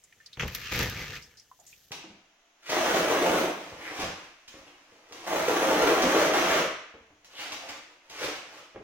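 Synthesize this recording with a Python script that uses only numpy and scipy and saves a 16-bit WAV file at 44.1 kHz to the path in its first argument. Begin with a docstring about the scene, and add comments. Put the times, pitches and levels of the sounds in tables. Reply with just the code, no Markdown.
"""A snowy yard, then a bare kitchen, both in stereo. Outside, meltwater drips and snow crunches
underfoot as two workers slide a big plywood sheet over the crust: its edge rasps, the panel rumbles.
Inside, old linoleum is ripped off the floorboards in two long pulls: its glue snaps and the sheet
drums. Between the pulls the stiff roll rubs on itself and slaps the floor, and boots shift on the
boards. The microphones stand far enough off to hear more of the walls than of the direct sound."""
import sys
import numpy as np
from scipy import signal
from scipy.fft import rfft, irfft, next_fast_len
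from scipy.io import wavfile
from scipy.ndimage import map_coordinates

SR = 44100
rng = np.random.default_rng(int(sys.argv[2]) if len(sys.argv) > 2 else 0)


def log_audio(samples):
    """Write samples as a 16-bit WAV file to the path given in sys.argv[1]."""
    # one column per channel
    frames = np.atleast_2d(samples).T
    # limit to full scale, then quantise
    limited = np.clip(frames, -1, 1)
    pcm = np.round(limited * 32767).astype(np.int16)
    wavfile.write(sys.argv[1], SR, pcm)


N = 389403


def amp(db):
    """Decibels to gain."""
    return 10 ** (np.asarray(db) / 20)


def unit(x):
    """Scale to rms 1."""
    return x / np.sqrt(np.mean(x ** 2) + 1e-20)


def along(points, hz):
    """Read (freq_hz, value) points on a log frequency axis."""
    freqs, values = np.transpose(points)
    return np.interp(np.log(hz + 1), np.log(freqs + 1), values)


def add(track, start_s, sound):
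    """Mix a sound into a track."""
    part = track[..., max(round(start_s * SR), 0):][..., :sound.shape[-1]]
    part += sound[..., :part.shape[-1]]


def wobble(rate):
    """A smooth random curve with rate knots a second."""
    knots = rng.standard_normal(int(N * rate / SR) + 4)
    return map_coordinates(knots, [np.arange(N) * rate / SR])


def filtered(x, response):
    """x times a response of frequency."""
    n = x.shape[-1]
    size = next_fast_len(n + 8192)
    return irfft(rfft(x, size) * response(np.fft.rfftfreq(size, 1 / SR)), size)[..., :n]


def band(x, centre_hz, width):
    """One band of x, rms 1; width is in log frequency."""
    return unit(filtered(x, lambda hz: 1 / (1 + (np.log((hz + 1) / centre_hz) / width) ** 2)))


def coloured(x, spectrum, modes=(), size=8192):
    """x through a causal body of unit energy: a broad spectrum with resonances on top."""
    hz = np.fft.rfftfreq(size, 1 / SR)
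    peaks = 1 + sum(amp(db) / (1 + (2 * (hz - centre) / width) ** 2) for centre, width, db in modes)
    gain = amp(along(spectrum, hz)) * peaks
    cepstrum = irfft(np.log(np.maximum(gain, 1e-6)))
    cepstrum[1:size // 2] *= 2  # minimum phase: the ring follows the blow
    cepstrum[size // 2 + 1:] = 0
    ring = irfft(np.exp(rfft(cepstrum)))
    ring = np.reshape(ring / np.linalg.norm(ring), (1,) * (x.ndim - 1) + (-1,))
    return signal.oaconvolve(x, ring, axes=-1)[..., :x.shape[-1]]


def focused(x, centre_hz, boost_db, width, wander):
    """x through a resonance that wanders around a moving centre, rms 1."""
    hz, t, frames = signal.stft(x, SR, nperseg=1024)
    pitch = np.interp(t * SR, np.arange(N), centre_hz * np.exp(wander * wobble(35)))
    bell = np.exp(-(np.log((hz[:, None] + 1) / pitch) / width) ** 2)
    return unit(signal.istft(frames * amp(boost_db * bell), SR, nperseg=1024)[1][:, :N])


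def widen(pair, likeness):
    """Two unrelated signals become left and right with a given likeness."""
    def weights(hz):
        angle = np.arccos(np.clip(along(likeness, hz), -.999, .999)) / 2
        return np.array([np.cos(angle), np.sin(angle)])
    mid, side = filtered(pair, weights)
    return np.array([mid + side, mid - side])


def grains(rate, scatter_db, channels=1):
    """Tiny fractures at random moments and of random sizes, rate a second, rms 1."""
    hits = rng.random(N) < rate / SR
    sizes = amp(scatter_db * np.clip(rng.standard_normal(N), -2, 2))
    return unit(hits * sizes * rng.standard_normal((channels, N)))


def burst(t60, channels=1):
    """A pitchless puff of even noise that fades 15 dB every t60 seconds, so it dies in about four times t60."""
    fade = amp(-60 * np.arange(SR // 4) / SR / t60)
    phases = np.angle(rfft(rng.standard_normal((channels, len(fade))) * fade))
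    even_noise = irfft(np.exp(1j * phases), len(fade))
    return even_noise * np.linalg.norm(fade) * fade ** .25


def swell(peak_s, rise_s, fall_s, hold_s=0):
    """Gain of one stroke: it climbs 20 dB per rise_s, holds, and drops 20 dB per fall_s."""
    t = np.arange(N) / SR - peak_s
    decades_down = np.maximum(-t, 0) / rise_s + np.maximum(t - hold_s, 0) / fall_s
    return amp(-20 * np.minimum(decades_down, 10))


def strokes(rows):
    """Overlapping strokes add in power; one gain curve per layer."""
    gains = (np.outer(amp(layers_db), swell(peak_s, rise_s, fall_s))
             for peak_s, *layers_db, rise_s, fall_s in rows)
    return np.sqrt(sum(gain ** 2 for gain in gains))


def indoors(from_s=1.91, fade_s=.05):
    """0 in the yard, 1 in the kitchen, with a brief fade between."""
    return np.clip((np.arange(N) / SR - from_s) / fade_s, 0, 1)


# How alike the two microphones hear each place: freq_hz, likeness (0-1)
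YARD_LIKENESS = [(100, 1), (400, 0.99), (1000, 0.71), (2400, 0.6), (6000, 0.2), (15000, 0)]
KITCHEN_LIKENESS = [(100, 1), (240, 1), (480, 0.87), (950, 0.4), (1900, 0.22), (3800, 0.082), (15000, 0.16)]
# Quiet air all around the microphones: freq_hz, level_db
YARD_AIR = [(25, -1), (150, -5), (700, -3), (2000, -19), (3000, -2), (4300, -12.5), (6300, 0),
            (9000, -12.5), (16000, -12)]
KITCHEN_AIR = [(25, 2.5), (100, -22), (300, -1.5), (560, -5), (680, 4.5), (850, -1.5), (3000, -2),
               (4600, -10.5), (6500, -5), (8000, -21), (16000, -29)]

def air():
    """Faint, wavering outdoor air gives way to the still room."""
    yard = widen(coloured(rng.standard_normal((2, N)), YARD_AIR), YARD_LIKENESS[2:])
    room = widen(coloured(rng.standard_normal((2, N)), KITCHEN_AIR), KITCHEN_LIKENESS)
    return amp(-67 + .4 * wobble(7.2)) * (1 - indoors()) * yard + amp(-65.5) * indoors() * room


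# Decay of the bare kitchen: freq_hz, t60_s
KITCHEN_DECAY = [(60, 0.63), (250, 0.39), (700, 0.56), (2500, 0.8), (5500, 0.62), (8000, 0.51),
                 (15000, 0.24)]

def room_tail():
    """The answer of bare walls, tiles and boards; the highest treble dies first."""
    hz, t, frames = signal.stft(rng.standard_normal((2, SR)), SR, nperseg=256)
    t60 = along(KITCHEN_DECAY, hz)[:, None]
    onset = 1 - np.exp(-t / 0.00077)
    frames = frames * amp(-60 * t / t60) / np.sqrt(t60) * onset
    tail = widen(signal.istft(frames, SR, nperseg=256)[1], KITCHEN_LIKENESS)
    return tail / np.linalg.norm(tail, axis=1, keepdims=True)


def kitchen(x, patterns=8, changes_per_s=20):
    """The roll keeps moving, so one pattern of reflections fades into the next."""
    position = np.arange(N) / SR * changes_per_s
    room = np.zeros((2, N))
    for k in range(patterns):
        share = np.sin(np.pi / 2 * np.minimum((position - k) % patterns, 2))
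        room += signal.oaconvolve(x * share, room_tail(), axes=1)[:, :N]
    direct = np.array([np.roll(x[0], 4), x[0]])  # the right microphone is a little nearer
    return amp(-3.5) * direct + amp(0.5) * room


# In the yard, meltwater drips, then a few longer crunches of snow underfoot and one faint knock:
# start_s, level_db, pitch_hz, noise_share (0-1), t60_s
DRIPS_AND_CRUNCHES = [(.038, -50, 7070, .7, .06), (.125, -50, 2120, 1, 0.045), (.202, -53.5, 1792, .1, .1),
                      (.260, -43.5, 4640, 0.9, 0.072), (.329, -46.5, 3900, 1, 0.11),
                      (1.222, -49.5, 5360, 0.87, 0.19), (1.371, -52.5, 5120, 0.85, 0.24),
                      (1.397, -48.5, 5580, 0.8, .05), (1.514, -49.5, 1016, 0.28, 0.089),
                      (1.59, -61, 717, .8, 0.28), (1.598, -53, 6860, 0.52, 0.066),
                      (1.665, -53.5, 6540, 1, 0.35), (1.728, -53, 2490, 0.7, 0.1)]

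def drips_and_crunches():
    """Drips, crunches and a knock: each is a dying blend of noise and a ring at one pitch."""
    sounds, t = np.zeros((2, N)), np.arange(SR // 4) / SR
    for start_s, level_db, pitch_hz, noise_share, t60 in DRIPS_AND_CRUNCHES:
        noise = band(rng.standard_normal((2, len(t))), pitch_hz, width=0.19)
        ring = np.sqrt(2) * np.sin(2 * np.pi * (pitch_hz * t + rng.random((2, 1))))
        envelope = amp(level_db - 60 * t / t60) * (1 - np.exp(-t / 0.00055))
        blend = np.sqrt(noise_share) * noise + np.sqrt(1 - noise_share) * ring
        add(sounds, start_s, envelope * blend)
    return amp(2) * widen(sounds, YARD_LIKENESS)


# Boots scuffing the kitchen floor: peak_s, level_db, pitch_hz, half_length_s
BOOT_SCUFFS = [(3.859, -40, 1990, 0.057), (4.678, -55.5, 2600, 0.021), (7.414, -41.5, 3000, 0.062),
               (7.636, -47, 650, 0.031), (8.239, -39.5, 447, 0.035)]

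def scuffs():
    """Boots scuff the boards: short swells of gritty friction around one pitch."""
    friction, t = np.zeros(N), np.arange(N) / SR
    for peak_s, level_db, pitch_hz, half_length_s in BOOT_SCUFFS:
        grit = band(grains(rate=3000, scatter_db=4)[0], pitch_hz, width=0.28)
        friction += grit * amp(level_db) * np.exp(-((t - peak_s) / half_length_s) ** 2)
    return friction


# Boots and the roll landing on the floorboards: start_s, level_db, pitch_hz, thud_offset_db
FLOOR_KNOCKS = [(1.907, -43.5, 153, -10), (2.041, -42.5, 318, -20), (2.098, -48.5, 193, -11),
                (3.663, -40, 305, -35), (3.719, -39.5, 510, -7), (3.989, -32, 290, -8),
                (4.029, -31, 508, -7.5), (4.079, -42, 176, -23), (4.54, -46, 318, -6),
                (4.674, -56, 348, -20), (4.92, -52.5, 477, -27), (5.109, -46.5, 452, -25),
                (6.039, -17.5, 290, -32), (6.94, -42.5, 455, -13), (7.104, -52, 305, -5),
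                (8.746, -45.5, 530, 1), (8.759, -36, 420, -25)]

def floor_knocks():
    """Soft blows on the floorboards: a short wooden knock and a thud of the joists."""
    # freq_hz, level_db
    board = [(60, -20.5), (170, -6.5), (400, -4.5), (700, -8), (2500, -18.5), (12000, -73)]
    joists = [(25, -13), (45, -1.5), (90, -3), (170, -13), (400, -22), (2500, -100)]
    knocks, thuds = np.zeros((2, 1, N))
    t = np.arange(SR // 4) / SR
    for start_s, level_db, pitch_hz, thud_offset_db in FLOOR_KNOCKS:
        envelope = amp(level_db - 1.5 - 60 * t / 0.09) * (1 - np.exp(-t / 0.0011))
        add(knocks, start_s, envelope * np.sin(2 * np.pi * pitch_hz * t))
        add(knocks, start_s, amp(level_db) * coloured(burst(t60=0.059), board))
        add(thuds, start_s, amp(level_db + thud_offset_db - 2.5) * burst(t60=0.11))
    return knocks + coloured(thuds, joists)


# Linoleum slapping and flicking in the kitchen: start_s, level_db, body_offset_db, landing_s
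LINOLEUM_SLAPS = [(1.917, -32, -6.5, 0.0012), (2.6977, -32.5, -11, 0.0014), (3.9982, -31, 4, 0.0032),
                  (4.4781, -41, -30, 0.0014), (5.1228, -41, -0.5, 0.0006), (5.2697, -39, 6, 0.0024),
                  (6.0198, -23, -8.5, 0.002), (6.3354, -28, 11, 0.0011), (7.2452, -46.5, -20, 0.0013),
                  (7.519, -31, -4, 0.0025), (7.6876, -35.5, -8, 0.0016), (8.097, -42.5, -4, 0.00081)]
# Body of the loose sheet: freq_hz, level_db
LINOLEUM_BODY = [(25, -30), (60, -18.5), (125, -24), (165, -10.5), (220, -10), (300, -4), (600, -4.5),
                 (850, -1.5), (1400, -7.5), (2600, -44)]

def slaps():
    """The stiff sheet cracks or smacks down: a bright flick over a dull push."""
    flick_spectrum = [(150, -12), (700, -10.5), (1400, -8), (2700, 0.5), (4500, -4.5),
                      (6300, -2), (8000, -16), (11000, -21), (16000, -24.5)]
    flick, push = np.zeros((2, 1, N))
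    t = np.arange(SR // 4) / SR
    for start_s, level_db, body_offset_db, landing_s in LINOLEUM_SLAPS:
        contact = 1 - np.exp(-t / landing_s)  # the sheet does not land all at once
        add(flick, start_s, amp(level_db + 5) * contact * burst(t60=0.067))
        add(push, start_s, amp(level_db + body_offset_db - 2) * contact * burst(t60=0.15))
    return coloured(flick, flick_spectrum) + coloured(push, LINOLEUM_BODY)


# The roll handled in the kitchen: peak_s, rub_db, hollow_db, rise_s, fall_s
ROLL_STROKES = [(2.63, -49.5, -54, .008, .3), (2.70, -30, -40, 0.05, 0.083), (3.61, -49.5, -65, .1, 1),
                (3.93, -46.5, -39.5, 0.39, 0.26), (4.02, -32.5, -35, 0.13, 0.096),
                (4.25, -55.5, -54.5, 0.5, .08), (4.53, -55.5, -55.5, 0.032, 0.58),
                (4.92, -60.5, -60, 0.13, 0.33), (5.13, -48, -50, .02, 0.69), (5.27, -43.5, -40.5, 0.2, .1),
                (7.33, -51, -55, 0.092, .15), (7.398, -38.5, -43.5, 0.034, 0.24),
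                (7.465, -41, -45, .05, 0.26), (7.70, -40, -42, 0.06, 0.1), (7.92, -59, -55.5, .15, 0.045),
                (8.115, -45, -51, .02, .4), (8.24, -31, -32.5, 0.11, 0.14), (8.555, -48, -47, 0.19, 0.14)]
# Its rubbing faces and its hollow tube: freq_hz, level_db
ROLL_HISS = [(410, -28.5), (700, -6.5), (958, -17.5), (1250, -5.5), (1440, -4), (2460, -4), (3990, -10),
             (6150, -10.5), (7590, -19), (11200, -28.5), (15200, -27.5), (16000, -29)]
ROLL_TUBE = [(25, -22), (80, -19), (170, -13), (225, -17), (300, 0), (400, -6.5), (500, -2), (800, -3.5),
             (1200, -3.5), (2200, -47)]

def roll_rubbing():
    """Gritty turns of the roll slide over each other; the tube answers hollowly."""
    rub, hollow = strokes(ROLL_STROKES)
    catches = unit(amp(1.46 * wobble(45)))
    hiss = coloured(grains(rate=4000, scatter_db=1.5) * catches * rub, ROLL_HISS)
    body = coloured(grains(rate=1200, scatter_db=2.5) * catches * hollow, ROLL_TUBE)
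    return amp(-0.5) * hiss + amp(-3) * body


# Plywood shoved across the open yard: peak_s, scrape_db, flex_db, ice_db, rise_s, fall_s
PLYWOOD_SHOVES = [(.41, -38.5, -37, -66, 0.026, 0.24), (.56, -41.5, -64, -43.5, 0.065, 0.12),
                  (.66, -37.5, -69, -60, 0.12, 0.28), (.721, -31.5, -36.5, -41, .01, 0.36),
                  (.81, -30, -29, -46, 0.083, 0.13), (1.0, -39.5, -42.5, -57.5, 0.17, 0.22),
                  (1.17, -41.5, -51, -71, 0.75, 0.071), (1.70, -69, -73.5, -60.5, 0.27, 1)]
# Its edge breaking the ice crust: start_s, level_db, snap_offset_db
CRUST_BREAKS = [(0.371, -33, -38), (0.396, -16.5, -39), (0.401, -19.5, -45), (0.406, -18, -49),
                (0.421, -20, -48.5), (0.431, -18, -53), (0.479, -23.5, -22), (0.549, -24.5, -9),
                (0.79, -19.5, -14.5), (0.829, -17, -20), (0.898, -35.5, -6)]
# The panel bumping the ground: start_s, level_db
GROUND_BUMPS = [(0.373, -37.5), (0.432, -25.5), (0.452, -28), (0.716, -37.5), (0.805, -27)]
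# Scraped snow, rumbling panel and snapping ice crystals: freq_hz, level_db
SNOW_RASP = [(400, -46), (900, -22), (1300, -6.5), (1800, -5.5), (2500, -3.5), (4400, -8.5), (6300, -10.5),
             (8000, -23.5), (9800, -34), (12200, -21.5), (16000, -27)]
PANEL_RUMBLE = [(25, -19), (42, -1.5), (60, 0), (120, 0.5), (200, -6.5), (300, -13), (400, -10.5),
                (490, -6.5), (580, -16.5), (1000, -16), (2000, -56)]
ICE_SNAP = [(1500, -24), (3500, 2.5), (6300, 2.5), (9500, -18), (12000, 5), (16000, -4)]
# Ring of the plywood's edge: pitch_hz, width_hz, level_db
EDGE_RING = [(1200, 81, 2), (1760, 160, -2)]

def plywood(skim_hz=3000, dig_hz=1505):
    """The edge grinds through icy grains and sets the whole panel rumbling."""
    scrape, flex, ice = strokes(PLYWOOD_SHOVES)
    grit = grains(rate=4500, scatter_db=1, channels=2) * amp(0.48 * wobble(110.2))
    dig = flex / (flex + amp(-12) * scrape)
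    rasp_hz = skim_hz + (dig_hz - skim_hz) * dig  # lower as the edge digs in and flexes the panel
    snow = coloured(grit, SNOW_RASP, EDGE_RING)
    rasp = scrape * focused(snow, rasp_hz, boost_db=6, width=0.11, wander=0.14)
    push = grains(rate=1500, scatter_db=1.5, channels=2) * flex * amp(1)
    snaps = ice * grains(rate=1300, scatter_db=1, channels=2)  # single ice crystals break
    cracks = np.zeros((2, N))
    for start_s, level_db, snap_offset_db in CRUST_BREAKS:
        add(cracks, start_s, amp(level_db - 9.5) * burst(t60=0.057, channels=2))
        add(snaps, start_s, amp(level_db + snap_offset_db + 9) * burst(t60=0.035, channels=2))
    for start_s, level_db in GROUND_BUMPS:
        add(push, start_s, amp(level_db - 1.5) * burst(t60=0.11, channels=2))
    crust = coloured(cracks, [(300, -71.5), (1200, 2.5), (2600, 6), (3300, 3),
                              (4300, -27), (6300, -5.5), (9000, -40), (16000, -40)])
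    slide = rasp + coloured(push, PANEL_RUMBLE) + crust + coloured(snaps, ICE_SNAP)
    return widen(slide, YARD_LIKENESS) * amp([[.5], [-.5]])  # slightly to the left


# Pulls on the kitchen linoleum, the second ending in an extra tug:
# start_s, end_s, level_db, build_s, release_s, first_crackle_db, last_crackle_db
LINOLEUM_PULLS = [(2.695, 3.386, -23.5, .07, 0.2, -5, -8.5), (5.268, 6.265, -23, 0.29, 0.11, -8.5, -5),
                  (6.331, 6.601, -23, .02, 0.075, -5.5, -3.5)]

def pulling(bite_s=0.0063, slack_db=5, lengthen_s=0.15):
    """Each pull bites, builds and lets go; the glue's grip changes and the freed flap lengthens."""
    t = np.arange(N) / SR
    force, crackle, shortness = np.zeros((3, N))
    for start_s, end_s, level_db, build_s, release_s, first_db, last_db in LINOLEUM_PULLS:
        slack = np.clip(1 - (t - start_s) / build_s, 0, 1)
        envelope = swell(start_s, bite_s, release_s, hold_s=end_s - start_s)
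        pull = amp(level_db - slack_db * slack) * envelope
        force += pull
        crackle += pull * amp(np.interp(t, [start_s, end_s], [first_db, last_db]))
        age_s = np.maximum(t - start_s, 0)
        shortness = np.where(t > start_s - bite_s, np.exp(-age_s / lengthen_s), shortness)
    return force, crackle, shortness


# Resonances of the lifted sheet and the floor: pitch_hz, width_hz, level_db
FLAP_RING = [(173, 23, -3.5), (318, 38, 1.5), (373, 54, -14.5), (487, 20, -9), (637.5, 41, 2.5)]
# Snapping glue and tearing backing fibres, down at the boards: freq_hz, level_db
GLUE_CRACKLE = [(450, -28), (800, -8.5), (1200, 0), (1700, -3.5), (2400, -7), (3300, -10), (4800, -17),
                (6400, -13.5), (7600, -29.5), (10000, -52), (16000, -62.5)]
FIBRE_FIZZ = [(4000, -37), (7500, -1), (11000, -3.5), (13000, -2.5), (15500, -1.5), (16200, 5.5)]

def peeling(short_hz=710, long_hz=465, short_cut_db=5.5):
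    """Glue lets go in clumps of snaps that crackle and kick the lifted sheet; the fibres fizz."""
    force, crackle, shortness = pulling()
    clumps = unit(amp(3.2 * wobble(130) + 0.4 * wobble(25)))
    snaps = unit(clumps * grains(rate=1500, scatter_db=2.5))
    fibres = unit(np.sqrt(clumps) * grains(rate=6000, scatter_db=4.5))
    flap_hz = long_hz + (short_hz - long_hz) * shortness  # a short flap drums higher and softer
    sheet = coloured(snaps, LINOLEUM_BODY, FLAP_RING)
    flap = focused(sheet, flap_hz, boost_db=6, width=0.32, wander=0.058)
    drum = flap * force * amp(-short_cut_db * shortness)
    glue = coloured((amp(-5.5) * snaps + amp(-1) * fibres) * crackle, GLUE_CRACKLE)
    fizz = coloured(fibres * force, FIBRE_FIZZ)
    return amp(-2.5) * drum + glue + amp(-16) * fizz


def scene():
    """First the yard, then the kitchen."""
    yard = (plywood() + drips_and_crunches()) * (1 - indoors())
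    floor_work = peeling() + roll_rubbing() + scuffs() + slaps() + floor_knocks()
    return yard + kitchen(floor_work) + air()


def record(dry, top_hz=15900):
    """The recorder keeps nothing above its band limit."""
    return filtered(dry, lambda hz: hz < top_hz)


dry = scene()
out = record(dry)
log_audio(out)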